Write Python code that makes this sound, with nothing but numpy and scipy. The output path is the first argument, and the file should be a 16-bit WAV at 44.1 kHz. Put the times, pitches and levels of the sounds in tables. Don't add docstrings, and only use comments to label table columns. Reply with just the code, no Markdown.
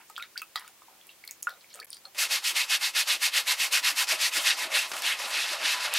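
import sys
import numpy as np
from scipy import signal
from scipy.fft import rfft, irfft
from scipy.io import wavfile
from scipy.ndimage import uniform_filter1d

SR = 44100
rng = np.random.default_rng(int(sys.argv[2]) if len(sys.argv) > 2 else 0)


def master(y):
    cut = np.clip(np.atleast_2d(y).T, -1, 1)
    pcm = np.round(cut * 32767)
    wavfile.write(sys.argv[1], SR, pcm.astype(np.int16))


def invert_db(x):
    u = np.asarray(x, float) / 20
    return 10 ** u


N = 263718
T = np.arange(N) / SR
HZ = np.maximum(np.fft.rfftfreq(N, 1 / SR), 1.)

# f/Hz, density/dB
HISS_COLOUR = [(15, -38), (25, -18), (130, -13), (353, -7), (751, -6.5), (1190, -6.5), (1480, -8.5),
               (2210, -6), (3800, -9), (6880, -10.5), (10600, -12), (15900, -12)]
HISS_DB = -59.5
# multiple of the hum, level/dB
MOTOR = [(1, -94), (2, -88), (3, -85.5), (5, -82.5), (6, -85), (8, -86)]
MOTOR_HZ = 66

# t/s, level/dB, start f/Hz, end f/Hz, length/s, lateness of the rise
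GURGLES = [
    (0.177, -38, 1306, 1485, 0.048, 1.86),
    (0.223, -48.5, 1440, 3020, 0.023, 2),
    (0.356, -39, 1428, 4630, .021, 2.27),
    (0.657, -60, 4300, 5600, 0.021, 1.5),
]
# t/s, length/s, level/dB, lowest f/Hz, highest f/Hz
FROTH = [(0., 0.04, -59.5, 730, 3300), (0.157, 0.026, -46, 3050, 6000), (0.222, 0.039, -51, 960, 6000),
         (0.376, 0.037, -47.5, 2030, 6170), (0.563, 0.082, -54, 790, 2300), (0.557, 0.035, -40, 3000, 5400),
         (0.601, 0.076, -55, 890, 5260), (0.882, 0.12, -68, 510, 1590), (1.097, 0.039, -57, 2970, 4460),
         (1.477, 0.097, -60, 500, 2330), (1.48, 0.061, -57, 3050, 5160), (1.607, 0.019, -57, 3100, 5030),
         (1.697, 0.096, -56, 2080, 5660), (1.741, 0.11, -64, 386, 2850), (1.747, .07, -62, 348, 700),
         (1.73, 0.056, -58, 5500, 10000), (1.911, 0.074, -53.5, 3080, 9850),
         (2.044, 0.036, -62.5, 473, 1830), (1.276, 0.021, -52, 3900, 5200), (1.287, .04, -56, 1900, 2600),
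         (1.31, 0.022, -50, 5800, 8200), (1.426, .04, -55, 5200, 9000), (2.049, 0.012, -50, 3800, 4800),
         (.08, 0.042, -57, 5430, 7500)]
# t/s, peak level/dB, f/Hz
DROPLETS = [(0.575, -24, 1940), (0.585, -35, 1300), (0.597, -36, 2070), (0.61, -41, 1900),
            (0.624, -46, 1400), (1.299, -40, 2320), (1.32, -49, 1900), (1.515, -35, 1390),
            (1.526, -42, 1370), (1.537, -43, 1460), (1.564, -50, 1410), (1.703, -47, 3840),
            (1.714, -38, 4270), (1.741, -42, 1730), (1.757, -46, 1300), (1.775, -40, 1330),
            (1.837, -47, 1770), (1.884, -50, 5030), (1.937, -34, 4430), (1.954, -47, 4530)]
DROPLET_CYCLES = 3.9
# t/s, peak level/dB
SPRAY = [(0.2228, -37), (0.376, -35), (0.3925, -39), (0.417, -27), (0.557, -39), (0.5949, -34),
         (1.0679, -36), (1.1148, -46), (1.2495, -34), (1.276, -26.5), (1.3087, -24), (1.424, -24),
         (1.493, -30), (1.7614, -41), (1.798, -36), (1.8446, -36), (1.903, -36)]
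# t/s, peak level/dB, f/Hz, ring t60/ms
BUBBLES = [(0.1, -43, 875, 32), (0.0983, -43, 1256, 34), (0.1788, -24, 1340, 8.6), (0.198, -31, 2500, 11),
           (0.225, -28, 3760, 10.7), (0.2243, -34, 2110, 21), (0.418, -33, 1290, 25),
           (0.418, -31.5, 2580, 18), (0.5567, -29, 1970, 22), (0.819, -43.5, 1130, 18),
           (0.8826, -44, 900, 20), (1.0126, -47, 3330, 24), (1.0914, -42.5, 2770, 19),
           (1.239, -36.5, 2140, 18), (0.377, -21, 4660, 8.2), (1.2772, -32, 4330, 11),
           (1.2888, -48, 2210, 29), (1.4703, -17.5, 1404, 24), (1.4939, -39, 3720, 9),
           (1.7305, -46, 4360, 24), (1.7412, -37, 7000, 8), (1.7504, -45.5, 570, 25),
           (1.791, -39.5, 1285, 22), (1.791, -45, 2510, 22), (1.8005, -33.5, 4450, 17),
           (1.8157, -35, 1740, 21), (1.8284, -32.5, 2240, 6.9), (1.9303, -37, 3240, 11),
           (1.9683, -42, 4770, 16), (2.0532, -34.5, 4260, 20)]
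# t/s, peak level/dB, f/Hz
POPS = [(0.013, -44, 2560), (0.099, -43, 6600), (0.164, -23, 3320), (0.2066, -37, 3960), (0.5572, -32, 910),
        (1.2404, -40, 4530), (0.4181, -30, 9900), (0.5573, -22.5, 1230), (0.5582, -14, 3900),
        (0.5637, -23, 4730), (0.597, -35, 10800), (0.646, -41, 1290), (0.6782, -35, 7160),
        (1.07, -41, 11200), (1.2508, -39, 12130), (1.3105, -23, 6760), (1.4284, -24.5, 10900),
        (1.429, -19, 6860), (1.4708, -33, 2530), (1.4877, -31, 1720), (1.505, -34, 4190),
        (1.6097, -41, 4180), (1.6437, -41.5, 2270), (1.747, -30, 8500), (1.8463, -32.5, 11500),
        (1.9042, -25, 9500), (1.909, -34, 5000), (1.9306, -23.5, 4530), (1.945, -31.5, 9050),
        (2.0536, -42, 1340), (0.679, -44, 1470), (0.694, -53, 810), (2.0565, -41, 9000), (1.538, -43, 3800)]
POP_CYCLES, POP_LEAST_MS = 20.3, 3.9
# t/s, crack level/dB
IMPACTS = [(0.099, -35.5), (0.164, -42), (0.1794, -31.5), (0.225, -34), (0.378, -26), (0.3938, -40),
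           (0.4181, -30), (0.5583, -25.5), (0.5653, -41), (0.595, -37), (0.646, -45), (0.678, -33.5),
           (1.07, -51), (1.276, -34), (1.3101, -38), (1.426, -36), (1.4556, -51), (1.4938, -33),
           (1.741, -39), (1.747, -45), (1.7566, -34), (1.8003, -33.5), (1.929, -32), (1.9687, -40)]

# grip t/s, let-go t/s, early level/dB, late level/dB
STROKES = [(2.183, 2.247, -28, -25.5), (2.305, 2.37, -26.5, -26.5), (2.443, 2.509, -28.5, -28.5),
           (2.557, 2.628, -27, -27.5), (2.7, 2.757, -25, -24.5), (2.813, 2.883, -29, -28.5),
           (2.952, 3.018, -26.5, -25.5), (3.076, 3.149, -25.5, -26), (3.22, 3.275, -26, -24.5),
           (3.333, 3.394, -28.5, -23.5), (3.473, 3.53, -26.5, -24.5), (3.594, 3.657, -27, -25),
           (3.725, 3.79, -24.5, -26.5), (3.84, 3.898, -27, -24), (3.973, 4.037, -26, -27),
           (4.083, 4.133, -27, -25), (4.206, 4.28, -27.5, -27.5), (4.326, 4.392, -32, -27),
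           (4.458, 4.524, -22, -25), (4.582, 4.656, -31, -32.5), (4.741, 4.848, -24, -30.5),
           (4.922, 5.003, -41.5, -38.5), (5.043, 5.143, -28, -30), (5.181, 5.272, -35.5, -34.5),
           (5.318, 5.46, -29.5, -29.5), (5.467, 5.547, -34.5, -31), (5.641, 5.758, -26.5, -27.5),
           (5.797, 5.87, -33, -30), (5.945, 5.982, -26.5, -25.5)]
USUAL_DB = -27
# t/s, level/dB
TURNS = [(2.165, -48), (2.285, -41.5), (2.416, -47), (2.537, -43.5), (2.673, -46), (2.795, -45.5),
         (2.928, -51), (3.052, -45), (3.193, -48), (3.313, -45.5), (3.449, -47.5), (3.567, -43.5),
         (3.703, -48), (3.819, -46.5), (3.949, -44.5), (4.064, -47), (4.177, -39.5), (4.31, -44.5),
         (4.429, -37), (4.562, -41.5), (4.692, -44.5), (4.899, -46), (5.011, -43), (5.166, -41),
         (5.292, -40.5), (5.468, -32), (5.586, -41), (5.791, -36), (5.907, -40)]
# t/s, lather/0-1, over the hollow/0-1
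TRAVEL = [
    (2.15, 0.03, 0.2),
    (2.6, 0.33, 0.18),
    (3.3, 0.1, 0.33),
    (4.0, 0.05, 0.72),
    (4.3, 0.32, 0.6),
    (4.9, 0.82, 0.98),
    (5.4, 1, 0.93),
    (5.98, 0.72, 0.76),
]
# f/Hz, density/dB
SUEDE = [(260, -65), (450, -21), (590, -16), (760, -16), (900, -11.5), (1480, -6), (2000, -4.5),
         (3300, -4.5), (5000, -5.5), (6800, -9), (9500, -10.5), (12000, -13), (14000, -16.5), (15900, -23)]
# f/Hz, width/Hz, boost/dB
SHOE_MODES = [(630, 70, 3), (1005, 40, 5.5), (1320, 70, 2.5), (1790, 35, 3), (1915, 50, 3), (2520, 40, 2.5),
              (830, 60, 2.5), (2140, 70, 2.5), (2660, 300, 5), (3760, 110, 2.5), (4500, 200, 2)]
BRISTLE_DB, BRISTLE_FOLLOW, BRISTLE_PULL_DB, BRISTLE_LATHER_DB = -32, 0.48, -1, -7
BRISTLE_TURN_DB, BRISTLE_TURN_FOLLOW = -54, 0.79
LATHER_MUFFLES = .42
HOLLOW_DB, HOLLOW_FOLLOW, HOLLOW_TOE_DB, HOLLOW_PULL_DB = -46, 0.42, 4.5, 1.5
HOLLOW_TURN_DB, HOLLOW_TURN_TOE_DB, HOLLOW_TURN_FOLLOW = -57.5, 6, 0.83
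THUD_DB, THUD_TOE_DB, THUD_UNEVEN_DB = -80.5, 15.5, 2.5
PUSH_BITE_DB = 0.5
TOE_TILT_DB = 4
# t/s, level/dB
KNOCKS = [(2.27, -68), (2.53, -66), (3.16, -63), (3.82, -72), (3.93, -61), (4.14, -55), (4.38, -54.5),
          (4.66, -55), (5.25, -63), (5.37, -61), (5.52, -58.5), (5.63, -57)]
KNOCK_S = 0.021
# t/s, level/dB
FIZZ = [
    (4.365, -44),
    (4.429, -40.5),
    (4.899, -48),
    (5.011, -58),
    (5.292, -45),
]
FIZZ_S = 0.02
# t/s, level/dB
RINGS = [
    (2.6, -67),
    (3.1, -63),
    (3.5, -44),
    (3.85, -50),
    (4.02, -49),
    (4.27, -50),
    (4.6, -44),
    (5.18, -57),
    (5.76, -47),
    (5.83, -51),
]
RING_HZ, RING_S = 999, 0.029
# t/s, level/dB
BOOMS = [
    (4.12, -50),
    (4.4, -51),
    (4.7, -46),
    (4.95, -50.5),
    (5.3, -55),
    (5.58, -45),
    (5.9, -47.5),
]
BOOM_HZ, BOOM_S = 624, 0.051
# t/s, peak level/dB, f/Hz, t60/ms
RAPS = [
    (2.603, -19, 3200, 9),
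    (4.433, -24, 9000, 5.4),
    (4.916, -22, 1770, 60),
    (4.935, -25, 1490, 80),
    (4.966, -23.5, 2480, 31),
    (5.021, -18.5, 6000, 9.2),
    (5.939, -11, 8000, 4.4),
]

# from/s, to/s
DROPOUT = (1.859, 1.8675)
# t/s, length/s
GAPS = [(1.283, .004), (1.303, .003), (1.417, .006), (1.8135, .007), (1.8365, .006), (1.907, .0055)]
SPLIT_S = [2.47, 2.775, 3.68, 4.06, 4.165, 4.57, 5.0, 5.045, 5.16, 5.6, 5.93]
# f/Hz, level/dB
STARVED = [(40, -53), (260, -50.5), (450, -47), (600, -56), (11000, -59), (12500, -48.5), (14300, -42),
           (16000, -40.5)]
STARVE_FOLLOW = .25
FRAME_LEAD = 575
# from/s, to/s, up to f/Hz
BASS_HOLES = [(2.185, 2.245, 500), (2.42, 2.5, 470), (2.535, 2.64, 210), (2.56, 2.615, 470),
              (2.72, 2.78, 500), (2.78, 2.81, 120), (2.835, 2.85, 400), (2.95, 3.01, 470),
              (3.045, 3.105, 400), (3.19, 3.335, 210), (3.23, 3.29, 400), (3.465, 3.66, 450),
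              (3.72, 3.8, 430), (3.835, 4.03, 230), (3.855, 3.875, 430), (3.995, 4.03, 450),
              (4.3, 4.335, 260), (4.58, 4.615, 210), (4.7, 4.78, 120), (4.76, 4.78, 470)]
# from/s, to/s
NOTCHES = [(2.3, 2.36), (3.34, 3.4), (3.78, 4.0), (4.08, 4.11), (4.45, 4.52), (5.69, 5.72)]
NOTCH_LO_HZ, NOTCH_HI_HZ = 335, 465


def gain_of_points(points):
    hz, db = np.transpose(points)
    return invert_db(np.interp(np.log(HZ), np.log(hz), db))


def above(hz, steep):
    return 1 / (1 + (hz / HZ) ** steep)


def filtered(x, gain):
    return irfft(rfft(x) * gain, N)


def shaped(x, gain, lo_hz=20, hi_hz=16000):
    z = rfft(x) * gain
    inside = (HZ > lo_hz) & (HZ < hi_hz)
    return irfft(z, N) * N / np.sqrt(2 * np.sum(np.abs(z[inside]) ** 2))


def walk(rate):
    k = int(SR / rate)
    held = np.repeat(rng.standard_normal(N // k + 1), k)
    return 1.38 * uniform_filter1d(uniform_filter1d(held, k), k)[:N]


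def add(out, s, sound):
    i = int(s * SR)
    out[i:i + len(sound)] += sound


def bumps(events, width_s):
    return sum(invert_db(db) * np.exp(-((T - s) / width_s) ** 2) for s, db in events)


def eased(s, values):
    place = np.interp(T, np.sort(s), np.arange(len(s)))
    k = np.minimum(place.astype(int), len(s) - 2)
    u = place - k
    ramp = u * u * (3 - 2 * u)
    return uniform_filter1d(values[k] + (values[k + 1] - values[k]) * ramp, size=130)


def floor(side_db=-2.0):
    colour = gain_of_points(HISS_COLOUR)
    mid = shaped(rng.standard_normal(N), colour)
    side_tilt = 1 + 7.6 * above(8300, 0.89) + 0.48 * (1 - above(470, 2))
    side = shaped(rng.standard_normal(N), colour * side_tilt)
    hum = sum(invert_db(db) * np.sqrt(2) * np.sin(k * (2 * np.pi * MOTOR_HZ * T + k)) for k, db in MOTOR)
    return hum + invert_db(HISS_DB) * (mid + invert_db(side_db) * side * np.array([[1], [-1]]))


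def basin(x, t60, wet_db, treble_t60):
    t = np.arange(int(.3 * SR)) / SR
    noise = rng.standard_normal((2, len(t)))
    dull = signal.lfilter([.4], [1, -.6], noise[0]) * invert_db(-60 * t / t60)
    bright = 0.32 * noise[1] * invert_db(-60 * t / treble_t60)
    tail = (dull + bright) * (t > .002)
    return x + invert_db(wet_db) * signal.fftconvolve(x, tail / np.sqrt(np.sum(tail ** 2)))[:N]


def froth(per_s, cycles):
    out, t = np.zeros(N), np.arange(1500) / SR
    for s, length, db, lo_hz, hi_hz in FROTH:
        chance = rng.random((120, 3))[:int(per_s * length)]
        for when, size, power in chance:
            hz = lo_hz * (hi_hz / lo_hz) ** size
            fade = np.minimum(t * hz, 1) * np.exp(-t * hz / cycles)
            ring = fade * np.sin(2 * np.pi * hz * t * (1 + 0.0059 * hz * t))
            add(out, s + when * length, invert_db(db - 7 * when + 10 * power) * ring)
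    return out


def gurgles():
    out = np.zeros(N)
    for s, db, hz0, hz1, length, late in GURGLES:
        u = np.arange(int(length * SR)) / (length * SR)
        swell = np.sin(np.pi * u) ** .3 * invert_db(3.2 * walk(300)[:len(u)] - 130 * length * u)
        hz = hz0 * (hz1 / hz0) ** (u ** late)
        add(out, s, invert_db(db) * swell * np.sin(2 * np.pi * np.cumsum(hz) / SR))
    return out


def droplets_and_spray():
    out, t = np.zeros(N), np.arange(3000) / SR
    for s, db, hz in DROPLETS:
        fade = np.minimum(t * hz, 1) * np.exp(-t * hz / DROPLET_CYCLES)
        add(out, s, invert_db(db - 4.5) * fade * np.sin(2 * np.pi * hz * t))
    treble = signal.butter(4, 8500, "high", fs=SR, output="sos")
    tick = signal.sosfilt(treble, 1. * (t[:60] == 0))
    for s, db in SPRAY:
        add(out, s + .0012, invert_db(db + 2.5) * tick / tick.max())
    return out


def drips(rise=0.006, ring=0.82, ring_db=4.0, tick_ms=0.93, wobble_db=3.5):
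    out, t = np.zeros(N), np.arange(3000) / SR
    for s, db, hz, ms in BUBBLES + [(*pop, POP_LEAST_MS) for pop in POPS]:
        t60 = max(ms, 1000 * POP_CYCLES / hz) * ring / 1000
        fade = np.exp(-np.log(1000) * t / t60)
        phase = 2 * np.pi * np.cumsum(hz * (1 + rise * (.5 - fade))) / SR
        wobble = wobble_db * np.repeat(rng.standard_normal(30), 100) * (t > .002)
        onset = np.minimum(t * hz / 1.63, 1)
        add(out, s, invert_db(db + ring_db + wobble) * fade * np.sin(phase) * onset)
    for s, db in IMPACTS:
        crack = signal.lfilter(*signal.iirpeak(6000, .55, fs=SR), rng.standard_normal(200))
        add(out, s, invert_db(db) * crack * np.exp(-t[:200] * 1000 / tick_ms))
    return out


def raps():
    out, t = np.zeros(N), np.arange(1700) / SR
    for s, db, hz, ms in RAPS:
        crack = signal.lfilter(*signal.iirpeak(hz, .7, fs=SR), rng.standard_normal(len(t)))
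        add(out, s, invert_db(db - 60000 * t / ms) * crack / crack.std() / 2)
    return out


def thud_level():
    when, _, toe = np.transpose(TRAVEL)
    rumble = invert_db(THUD_DB + THUD_TOE_DB * np.interp(T, when, toe) + THUD_UNEVEN_DB * walk(7))
    return rumble + bumps(KNOCKS, KNOCK_S)


def stroke_levels(edge_db=-4, crown_db=0.5, lead=0.16, bite_s=.008, drag=.33):
    grip, free, early, late = np.transpose(STROKES)
    turn, turn_db = np.transpose(TURNS)
    when, lather, toe = np.transpose(TRAVEL)
    lather, toe = np.interp(grip, when, lather), np.interp(grip, when, toe)
    pull = np.arange(len(grip)) % 2
    middle = (early + late) / 2
    strength = middle - USUAL_DB
    span = lead * (free - grip)
    bite = grip - np.minimum(bite_s, 0.27 * (grip - turn))
    s = np.ravel([turn, bite, grip, grip + span, free - span, free], "F")
    grip_db = early + edge_db + PUSH_BITE_DB * (1 - 2 * pull)
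    shape = np.array([grip_db, early + crown_db, late + crown_db, late + edge_db]) - middle
    turn_change = turn_db - turn_db[0]

    rasp = USUAL_DB + strength + shape
    hiss = BRISTLE_DB + BRISTLE_FOLLOW * strength + BRISTLE_PULL_DB * pull + BRISTLE_LATHER_DB * lather
    hiss_turn = BRISTLE_TURN_DB - 3.3 * lather + BRISTLE_TURN_FOLLOW * turn_change
    hollow = HOLLOW_DB + HOLLOW_FOLLOW * strength + (HOLLOW_TOE_DB + HOLLOW_PULL_DB * pull) * toe
    hollow_turn = HOLLOW_TURN_DB + HOLLOW_TURN_TOE_DB * toe + HOLLOW_TURN_FOLLOW * turn_change
    hollow_shape = shape + [[3.5], [0], [0], [5.5]]

    share = np.clip(drag + 0.54 * toe, 0, 1)
    levels = []
    for at_turn, stroke in [(turn_db, rasp), (hiss_turn, hiss + shape), (hollow_turn, hollow + hollow_shape)]:
        at_bite = at_turn + share * (stroke[0] - at_turn)
        levels.append(eased(s, np.ravel([at_turn, at_bite, *stroke], "F")))
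    return levels


def flicks(per_s, spread_db, share):
    strength = invert_db(spread_db * np.minimum(rng.exponential(size=N), 2))
    let_go = (rng.random(N) < per_s / SR) * rng.standard_normal(N) * strength
    return share * let_go / let_go.std() + rng.standard_normal(N)


def suede_rasp(rub, toe):
    rasp, rubbed = 0, rfft(rub)
    edges_hz = [20, 1800, 2300, 2900, 3600, 4500, 20000]
    for lo_hz, hi_hz in zip(edges_hz[:-1], edges_hz[1:]):
        tilt_db = TOE_TILT_DB * (toe - .5) * np.log2(3200 / min(hi_hz, 5000))
        tuft = irfft(rubbed * (above(lo_hz, 16) - above(hi_hz, 16)), N)
        rasp = rasp + invert_db(tilt_db + 1.9 * walk(60) + 1.2 * walk(18)) * tuft
    return rasp


def brush():
    rasp_db, hiss_db, hollow_db = stroke_levels()
    when, lather, toe = np.transpose(TRAVEL)
    lather, toe = np.interp(T, when, lather), np.interp(T, when, toe)
    body = gain_of_points(SUEDE)
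    for hz, width_hz, db in SHOE_MODES:
        body = body * invert_db(db / (1 + (2 * (HZ - hz) / width_hz) ** 2))
    low, high = above(1400, 6), above(6000, 8)
    patch = walk(70)
    rub = flicks(9000, 1.2, .45)

    rasp = shaped(suede_rasp(rub, toe), body * low * (1 - high), 1460, 6000)
    hiss = shaped(rub + 0.52 * flicks(6000, 4.7, 0.23), body * high, 6660, 16700)
    hiss = hiss - LATHER_MUFFLES * lather * filtered(hiss, above(13000, 12))
    hollow = shaped(flicks(1500, 3.4, 0.89), body * (1 - low), 450, 2700)
    deep = filtered(hollow, 1 - above(760, 12))
    ring = shaped(hollow, 1 / (1 + ((HZ - RING_HZ) / 22) ** 2))
    boom = shaped(hollow, 1 / (1 + ((HZ - BOOM_HZ) / 45) ** 2))
    thud = shaped(rng.standard_normal(N), above(245, 5) * (1 - above(470, 6)), 150, 450)

    out = invert_db(rasp_db + 0.24 * patch) * rasp
    out += (invert_db(hiss_db + 0.56 * patch + 0.84 * walk(96)) + bumps(FIZZ, FIZZ_S)) * hiss
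    out += invert_db(hollow_db) * (invert_db(1.8 * walk(45)) * (hollow - deep) + invert_db(2.1 * walk(25)) * deep)
    out += thud_level() * thud + bumps(RINGS, RING_S) * ring + bumps(BOOMS, BOOM_S) * boom
    return out * (T > 2.147)


def scene():
    water = drips() + droplets_and_spray() + gurgles() + froth(per_s=700, cycles=5)
    water = signal.sosfilt(signal.butter(3, 460, "high", fs=SR, output="sos"), water)
    water = basin(water, t60=0.021, wet_db=-5.0, treble_t60=0.12)
    shoe = basin(brush() + raps(), t60=.08, wet_db=-17, treble_t60=.05)
    return water + shoe + floor()


def lose_moments(x):
    start, end = DROPOUT
    x = x * uniform_filter1d(1. * ((T < start) | (T > end)), size=100)
    cut = uniform_filter1d(1. * sum((T > s) & (T < s + length) for s, length in GAPS), 30)
    return x - cut * filtered(x, above(1800, 4) - above(4400, 30) + above(5700, 30))


def narrow_and_grit(x):
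    split = sum(np.clip(2 - np.abs(T - s) / 0.007, 0, 1) for s in SPLIT_S)
    narrowing = 0.92 - .5 * above(6700, 9.1) - 0.59 * (1 - above(400, 3))
    apart = filtered(x - x[::-1], narrowing) / 2
    x = x - apart * (T > TURNS[0][0]) * (1 - split)
    smeared = signal.fftconvolve(x[0], rng.standard_normal(256) / 16)[:N]
    grit = signal.lfilter([1, -.45], [1], smeared)
    return x + invert_db(-10.5) * split * grit * np.array([[1], [-1]])


def starve(x, scatter_db=4.2):
    frames = dict(fs=SR, window="cosine", nperseg=2048, noverlap=1024)
    hz, s, z = signal.stft(np.pad(x, [(0, 0), (FRAME_LEAD, 0)]), **frames)
    s = s - FRAME_LEAD / SR
    edges = np.r_[0, 12:32:4, 32:1025:10]
    width = np.diff(np.append(edges, 1025))[:, None]
    power = np.add.reduceat(np.abs(z.mean(axis=0)) ** 2, edges) / width
    limit_db = np.interp(hz[edges], *np.transpose(STARVED))[:, None]
    limit_db = limit_db + scatter_db * rng.standard_normal(power.shape)
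    frame = np.sum(np.abs(z[0]) ** 2, axis=0) * (s > TURNS[0][0])
    frame = frame * (frame / invert_db(2 * USUAL_DB)) ** STARVE_FOLLOW
    fed = (power > frame * invert_db(2 * limit_db)) & (hz[edges] < 15800)[:, None]
    fed[hz[edges] < 330] = True
    fed = fed[np.searchsorted(edges, np.arange(len(hz)), "right") - 1]
    for first, last, top_hz in BASS_HOLES:
        fed[np.ix_(hz < top_hz, (s > first) & (s < last))] = False
    for first, last in NOTCHES:
        fed[np.ix_((hz > NOTCH_LO_HZ) & (hz < NOTCH_HI_HZ), (s > first) & (s < last))] = False
    return signal.istft(z * fed, **frames)[1][:, FRAME_LEAD:FRAME_LEAD + N]


def roll_off(x):
    return signal.sosfilt(signal.butter(12, 16030, fs=SR, output="sos"), x)


def record(dry):
    x = lose_moments(dry)
    x = narrow_and_grit(x)
    x = starve(x)
    return roll_off(x)


dry = scene()
out = record(dry)
master(out)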